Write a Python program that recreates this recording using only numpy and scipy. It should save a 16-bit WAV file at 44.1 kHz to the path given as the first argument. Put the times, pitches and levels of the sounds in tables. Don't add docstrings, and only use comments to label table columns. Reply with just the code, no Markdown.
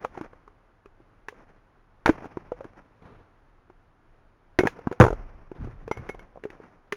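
import sys
import numpy as np
from scipy import signal
from scipy.fft import rfft, irfft, next_fast_len
from scipy.io import wavfile
from scipy.ndimage import uniform_filter1d, map_coordinates

SR = 44100
rng = np.random.default_rng(int(sys.argv[2]) if len(sys.argv) > 2 else 0)


def unload_wav(signal):
    wavfile.write(
        sys.argv[1],
        SR,
        np.round(np.clip(np.atleast_2d(signal).T, -1, 1) * 32767).astype(np.int16),
    )


N = 306936
T = np.arange(SR // 5) / SR


def amp(db):
    return 10 ** (np.asarray(db) / 20)


def unit(x):
    return x / np.sqrt(np.mean(x ** 2) + 1e-20)


def burst(x, size=220):
    power = uniform_filter1d(x ** 2, size, mode="constant")
    return x / np.sqrt(power.max() + 1e-20)


def fade(t, t60):
    return np.exp(-np.log(1000) * t / max(t60, .001))


def wobble(rate, size=N):
    knots = rng.standard_normal(int(size * rate / SR) + 4)
    return map_coordinates(knots, [np.arange(size) * rate / SR])


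def along(points, hz):
    f, v = np.transpose(points)
    return np.interp(np.log(hz + 1), np.log(f + 1), v)


def coloured(x, points):
    m = 2 * next_fast_len(len(x))
    gain = amp(along(points, np.fft.rfftfreq(m, 1 / SR)))
    cepstrum = irfft(np.log(gain))
    cepstrum[1:m // 2] *= 2
    cepstrum[m // 2 + 1:] = 0
    return irfft(rfft(x, m) * np.exp(rfft(cepstrum)))[:len(x)]


def swell(rows, rise, t60):
    t = np.arange(N) / SR
    gain = np.zeros(N)
    for s, length, db in rows:
        onset = 1 - fade(np.maximum(t - s, 0), rise)
        release = fade(np.maximum(t - s - length, 0), t60)
        gain += amp(db) * onset * release
    return gain


def ring(modes, t, scale=1, scatter_db=3.0):
    total = np.zeros(len(t))
    for k, (hz, db, t60) in enumerate(modes):
        strength = (-1) ** k * amp(db + scatter_db * rng.standard_normal())
        total += strength * fade(t, t60) * np.sin(2 * np.pi * hz * scale * t)
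    return total


def add(track, s, sound):
    part = track[round(s * SR):][:len(sound)]
    part += sound[:len(part)]


# start in seconds, level in dB, clack in Hz, hardness in dB, knock in dB, knock in Hz.
CHOPS = [(2.059, -5.5, 927, -4, -16, 325), (2.064, -21, 1000, 3.5, -7, 465),
         (2.077, -17, 790, -2.5, -7, 440), (2.0915, -12.5, 1049, -8.5, 3, 439),
         (2.0945, -14.5, 999, -4, 8, 322), (4.588, -13, 988, 3, -2, 468),
         (4.591, -15.5, 907, -4.5, 6.5, 368), (4.607, -26, 956, -3.5, 6, 360),
         (4.635, -23.5, 760, -6, 7, 400), (4.653, -25, 736, -4.5, 5.5, 254), (4.66, -24, 930, -6, -1, 354),
         (4.671, -16.5, 930, 4.5, -7, 469)]
# knock t60 in seconds, thud in dB, snap in dB (both relative).
ON_BLOCK, ON_WOOD, ON_SOIL, ON_PILE = (.05, -6.5, -20), (.075, -20, -16.5), (.035, -5.5, -16), (0.019, -9, -12)


def chops():
    return blows(CHOPS, ON_BLOCK) + splinters()


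# start in seconds, length in seconds, tearing in dB, steel ring in dB.
SPLITS = [(2.059, 0.049, -36, -28.5), (4.589, .025, -33, -25)]
# frequency in Hz, gain in dB.
SPLINTER_COLOUR = [(100, -14), (450, 9.5), (1200, 3), (2300, -4), (3500, -21), (6300, -18.5),
                   (10000, -27.5), (16000, -35.5)]


def splinters():
    track = np.zeros(N)
    for s, length, db, _ in SPLITS:
        fractures = rng.standard_normal(len(T)) * np.exp(0.61 * wobble(1200, len(T)))
        tearing = unit(coloured(fractures, SPLINTER_COLOUR))
        add(track, s, amp(db) * tearing / (1 + (T / max(length, .005)) ** 8))
    return track


THUD_PER_KNOCK, SNAP_PER_HARDNESS = .4, 0.96


def blows(rows, support):
    knock_t60, thud_db, snap_db = support
    track = np.zeros(N)
    for s, db, clack_hz, hard_db, knock_db, knock_hz in rows:
        thud = thud_db + THUD_PER_KNOCK * knock_db
        snap = snap_db + SNAP_PER_HARDNESS * hard_db
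        add(track, s, amp(db) * contact(clack_hz, hard_db, knock_db, knock_hz, knock_t60, thud, snap))
    return track


# multiple of the clack pitch, relative level in dB, t60 in seconds.
BILLET_MODES = [(.7, -3.5, 0.028), (.84, -0.5, 0.026), (1.0, 3.5, 0.033), (1.17, -2, .028),
                (1.36, -6, 0.034), (1.6, -8.5, .03)]
# frequency in Hz before the hardness shift, relative level in dB, t60 in seconds.
CRACK_MODES = [(1430, 1, 0.039), (1600, 3.5, 0.043), (1811, 4, 0.029), (2153, -3, 0.016), (2408, -5, 0.049),
               (2567, -14.5, 0.045)]
# frequency in Hz, gain in dB.
SNAP_COLOUR = [(300, -15.5), (1200, 6), (2400, 5.5), (3300, -2), (4500, -8.5), (6500, -6), (10000, -17.5),
               (16000, -23)]


def contact(clack_hz, crack_db, knock_db, knock_hz, knock_t60, thud_db, snap_db):
    press = 1 - fade(T, 0.0038)
    grip = fade(T, 0.011) + 0.39
    size = .3 * np.log(clack_hz / 930)
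    pitch = np.clip(1 + size + .009 * crack_db + 0.025 * rng.standard_normal(), .85, 1.2)
    clack = burst(press * ring(BILLET_MODES, T, clack_hz) * grip)
    crack = burst(press * ring(CRACK_MODES, T, pitch) * grip)
    knock_decay = fade(T, knock_t60) + 2.8 * fade(T, 0.013)
    knock = burst(press * np.sin(2 * np.pi * knock_hz * T) * knock_decay)
    thud = burst(press * np.sin(2 * np.pi * 135 * T) * fade(T, 0.0073))
    fibres = rng.standard_normal(len(T)) * np.exp(0.58 * rng.standard_normal(len(T)))
    snap_decay = fade(T, 0.024) + 0.15 * fade(T, .16)
    snap = burst(coloured(press * fibres * snap_decay, SNAP_COLOUR))
    low = amp(knock_db - 1.0) * knock + amp(thud_db - 7.0) * thud
    high = amp(crack_db - 7.5) * crack + amp(snap_db + 3) * snap
    return amp(-7) * clack + high + low


# frequency in Hz, relative level in dB, t60 in seconds.
STEEL_MODES = [(2090, -5, .08), (2185, -3, 0.12), (3080, -13, 0.06), (4985, -23, 0.0429), (5870, -19, 0.11),
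               (5930, -21, 0.11), (10200, -27, .1), (13900, -31, .1)]
# start in seconds, level in dB, clack in Hz, hardness in dB, knock in dB, steel ring in dB.
LAID = [(5.913, -17.5, 863, -13.5, -4.5, -31.5), (5.972, -39, 999, -5, 1.5, -45),
        (6.09, -37, 1000, 2, -4, -37), (6.095, -32, 720, -4, 3, -39), (6.146, -36.5, 700, -13, -7, -58),
        (6.193, -41.5, 940, -4, -9, -50.5)]


def steel():
    track = np.zeros(N)
    for s, *_, db in SPLITS + LAID:
        chatter = np.exp(.15 * wobble(160, len(T)))
        add(track, s, amp(db) * ring(STEEL_MODES, T) * chatter)
    return track


# start in seconds, level in dB, clack in Hz, hardness in dB, knock in dB, knock in Hz.
CLACKS = [(0.04, -35, 730, -8, -5, 467), (0.047, -18, 834, -8.5, -11.5, 510),
          (0.15, -37, 910, -12, -16, 310), (0.175, -27.5, 780, -12, -7.5, 360),
          (0.211, -31, 845, -6.5, 1, 316), (0.477, -39, 1080, -12, -11.5, 417),
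          (0.858, -44.5, 1175, -3.5, -1, 400), (1.002, -58, 781, -10, 6.5, 343),
          (1.284, -30, 1100, 2, -10, 420), (1.325, -47, 977, -18, 1, 490),
          (2.519, -27.5, 844, -16, 2.5, 494), (2.607, -34.5, 787, -12, 0, 540),
          (2.77, -61.5, 773, -9, 9.5, 342), (3.699, -44.5, 802, -11, -3.5, 363),
          (4.79, -37.5, 695, -6, -2.5, 474), (4.925, -32, 703, 0, -1.5, 490),
          (5.878, -36, 1080, -3.5, 4.5, 455), (6.437, -48, 1140, 12.5, 12.5, 420),
          (6.453, -40.5, 764, -3, 14, 416), (6.502, -45.5, 1006, 6.5, 1.5, 340),
          (6.923, -23, 1200, 4, -9, 411), (6.928, -32, 1050, -6, 2, 412)]
# start in seconds, level in dB, clack in Hz, hardness in dB, knock in dB, knock in Hz.
LANDINGS = [(0.332, -42.5, 1070, -9.5, -4.5, 497), (2.222, -37, 762, -13, -6, 300),
            (2.243, -31.5, 991, -11, -9, 409), (2.255, -35, 703, -7.5, -3, 284),
            (2.371, -28.5, 960, -14, 2.5, 360), (2.643, -42, 1160, -2, 0, 470),
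            (2.652, -48, 914, -11, 11, 338), (4.871, -19.5, 985, -17.5, .5, 246),
            (4.914, -29.5, 926, -10, 3.5, 382), (5.516, -40, 850, -8, 7.5, 366),
            (5.644, -42, 942, -5, 2, 249), (5.673, -44, 890, -16, 7, 334), (6.358, -44, 703, -25, 1, 590),
            (6.374, -39, 676, -26, -3, 540), (6.601, -52, 1095, -9, 11, 423)]
LAID_KNOCK_HZ = 425


def clatter():
    laid = [(*row, LAID_KNOCK_HZ) for *row, ring_db in LAID]
    return blows(CLACKS, ON_WOOD) + blows(LANDINGS, ON_SOIL) + blows(laid, ON_PILE)


# start in seconds, level in dB before the housing,
# clack in Hz, hardness in dB, knock in dB, knock in Hz.
JOLT = (5, -6, 759.5, -7, -5.5, 219.5)
ON_STAND = (0.044, -9, -16.5)
# frequency in Hz, level in dB, t60 in seconds.
STAND_MODES = [(87, -11, .2), (122, -3, .15), (205, -13, .12), (332, -9.5, .13), (502, -9.5, .125),
               (1074, -19, .12), (1428, -21, .11)]
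# frequency in Hz, gain in dB before a 3 dB lift.
HOUSING = [(100, -1), (1500, 0), (2300, -5), (4000, -2.5), (7000, 1.5), (12000, 0)]


def stand():
    rattle = blows([JOLT] + rebounds(), ON_STAND)
    track = amp(3.0) * coloured(rattle, HOUSING)
    add(track, JOLT[0], ring(STAND_MODES, T, scatter_db=.5))
    return track


REBOUNDS, FIRST_GAP_S, GAP_GROWTH = 10, .005, 1.2
RATTLE_DB, RATTLE_FALL_DB_PER_S = -6.5, 165
RATTLE_CLACK_HZ, RATTLE_KNOCK_HZ, RATTLE_SCATTER = 1200, 427, .14
RATTLE_SAG_OCT_PER_S = 8
RATTLE_HARDNESS_DB, RATTLE_KNOCK_DB = -9.5, -4.5
RATTLE_JITTER_S, RATTLE_SCATTER_DB = .0009, 1.5


def rebounds():
    rows = []
    for t in np.cumsum(FIRST_GAP_S * GAP_GROWTH ** np.arange(REBOUNDS)):
        late, loud, clack, knock = rng.standard_normal(4)
        s = JOLT[0] + t + RATTLE_JITTER_S * late
        db = RATTLE_DB - RATTLE_FALL_DB_PER_S * t + RATTLE_SCATTER_DB * loud
        clack_hz = RATTLE_CLACK_HZ * 2 ** (-RATTLE_SAG_OCT_PER_S * t) * np.exp(RATTLE_SCATTER * clack)
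        knock_hz = RATTLE_KNOCK_HZ * np.exp(RATTLE_SCATTER * knock)
        rows.append((s, db, clack_hz, RATTLE_HARDNESS_DB, RATTLE_KNOCK_DB, knock_hz))
    return rows


# start in seconds, length in seconds, level in dB.
SHAKES = [(0.0, .25, -60), (2.4, .3, -58.5), (5.0, 0.12, -35.5), (5.6, 0.044, -40), (6.02, .13, -53.5)]
SHAKE_RISE_S, SHAKE_T60 = .08, 1.0
# frequency in Hz, gain in dB.
SWAY_COLOUR = [(12, -30), (20, 0), (43, 1), (52, -4.5), (65, -16.5), (92, -14), (120, -18.5), (160, -46.5),
               (260, -120)]


def sway():
    rumble = unit(coloured(rng.standard_normal(N), SWAY_COLOUR))
    return swell(SHAKES, SHAKE_RISE_S, SHAKE_T60) * rumble


# start in seconds, length in seconds, level in dB.
SCUFFS = [(0.0, .17, -50.5), (1.33, .06, -54.5), (2.56, 0.091, -51.5), (5.55, 0.18, -52.5),
          (5.86, .24, -52), (6.35, 0.25, -54.5)]
SCUFF_RISE_S, SCUFF_T60 = 0.075, 0.93
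# frequency in Hz, gain in dB.
LITTER_COLOUR = [(88, -29.5), (150, -1), (714, -5.5), (1430, -8.5), (2230, -15), (3970, -36.5),
                 (5840, -30.5), (7790, -44.5), (9820, -43.5), (15000, -56)]
# start in seconds, length in seconds, level in dB.
STEPS = [(5.585, 0.05, -35), (5.825, 0.021, -45.5), (5.965, .02, -40.5)]
STEP_RISE_S, STEP_T60 = 0.057, 0.34
# frequency in Hz, gain in dB.
SOIL_COLOUR = [(29, -31), (50, -1), (59, -4), (135, 1.5), (167, -14), (220, -9.5), (320, -19.5),
               (420, -40.5), (700, -120)]


def ground():
    needles = unit(rng.standard_normal(N) * np.exp(0.36 * wobble(900) + 0.66 * wobble(32)))
    twigs = unit((rng.random(N) < 70 / SR) * rng.standard_normal(N))
    litter = unit(coloured(needles + .3 * twigs, LITTER_COLOUR))
    soil = unit(coloured(rng.standard_normal(N), SOIL_COLOUR))
    scuffs = swell(SCUFFS, SCUFF_RISE_S, SCUFF_T60) * litter
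    return scuffs + swell(STEPS, STEP_RISE_S, STEP_T60) * soil


def scatter(x, delay, rise, t60, spectrum, patchy_db):
    t = np.arange(2 * SR) / SR
    response = (fade(t, t60) * (1 - fade(t, rise))) ** 2
    energy = np.abs(signal.fftconvolve(x ** 2, response / response.sum()))
    wash = np.zeros(N)
    add(wash, delay, np.sqrt(energy))
    patchy = rng.standard_normal(N) * amp(patchy_db * wobble(82))
    return wash * unit(coloured(patchy, spectrum))


# frequency in Hz, gain in dB.
TREES_COLOUR = [(35, -31.5), (60, -1), (347, -5.5), (619, -7.5), (1080, -8.5), (2420, -20), (3930, -40.5),
                (5680, -32.5), (7860, -54), (9670, -48), (15000, -56)]
# frequency in Hz, gain in dB.
FAR_EDGE_COLOUR = [(29, -33.5), (50, -4), (125, -2), (212, -9), (442, -6), (595, -13), (1180, -12.5),
                   (6610, -44.5), (7940, -50), (12000, -51.5), (15600, -74.5), (22000, -120)]
# delay in seconds, level in dB, build-up in seconds, t60 in seconds.
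ECHOES = [(0.958, -34.5, 0.009, 0.18), (1.0, -34.5, 0.072, 0.71)]


def forest(x, near_db, near_t60):
    wash = amp(near_db) * scatter(x, 0.0078, 0.026, near_t60, TREES_COLOUR, patchy_db=2.5)
    for delay, db, rise, t60 in ECHOES:
        wash += amp(db) * scatter(x, delay, rise, t60, FAR_EDGE_COLOUR, patchy_db=1.5)
    return wash


AIR_DB = -60.5
# frequency in Hz, gain in dB.
AIR_COLOUR = [(12, -30), (20, -1.5), (33, -2), (49, -18.5), (96, -11), (204, -21.5), (293, -19), (388, -21),
              (574, -22), (759, -21), (1440, -23.5), (1860, -29), (3950, -44), (7730, -51.5),
              (16000, -61.5)]


def air():
    level = amp(AIR_DB + .6 * wobble(6.8))
    return level * unit(coloured(rng.standard_normal(N), AIR_COLOUR))


def overload(x, top, hardness=6):
    return x / (1 + np.abs(x / top) ** hardness) ** (1 / hardness)


# frequency in Hz, gain in dB.
RADIATION = [(20, -11), (50, -7.5), (100, 0), (200, 1)]


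def scene():
    wood = coloured(chops() + clatter() + steel(), RADIATION)
    jolt = stand()
    radiated = amp(-0.5) * wood + amp(-8) * jolt
    outdoors = wood + forest(radiated, near_db=-25, near_t60=1.76) + ground() + air()
    return (overload(outdoors, top=0.4) + overload(jolt, top=0.89) + sway())[None]


# frequency in Hz, gain in dB.
PORT = [(3, -39.5), (10, -22), (19, 2.5), (6800, -2.5), (7500, -10.5), (8100, -22), (8700, -6), (9500, 1),
        (11000, -4), (12500, -5.5), (14500, -2)]
TOP_HZ = 16000


def record(dry):
    sound = coloured(dry[0], PORT)
    passed = np.fft.rfftfreq(N, 1 / SR) < TOP_HZ
    return irfft(rfft(sound) * passed, N)[None]


dry = scene()
out = record(dry)
unload_wav(out)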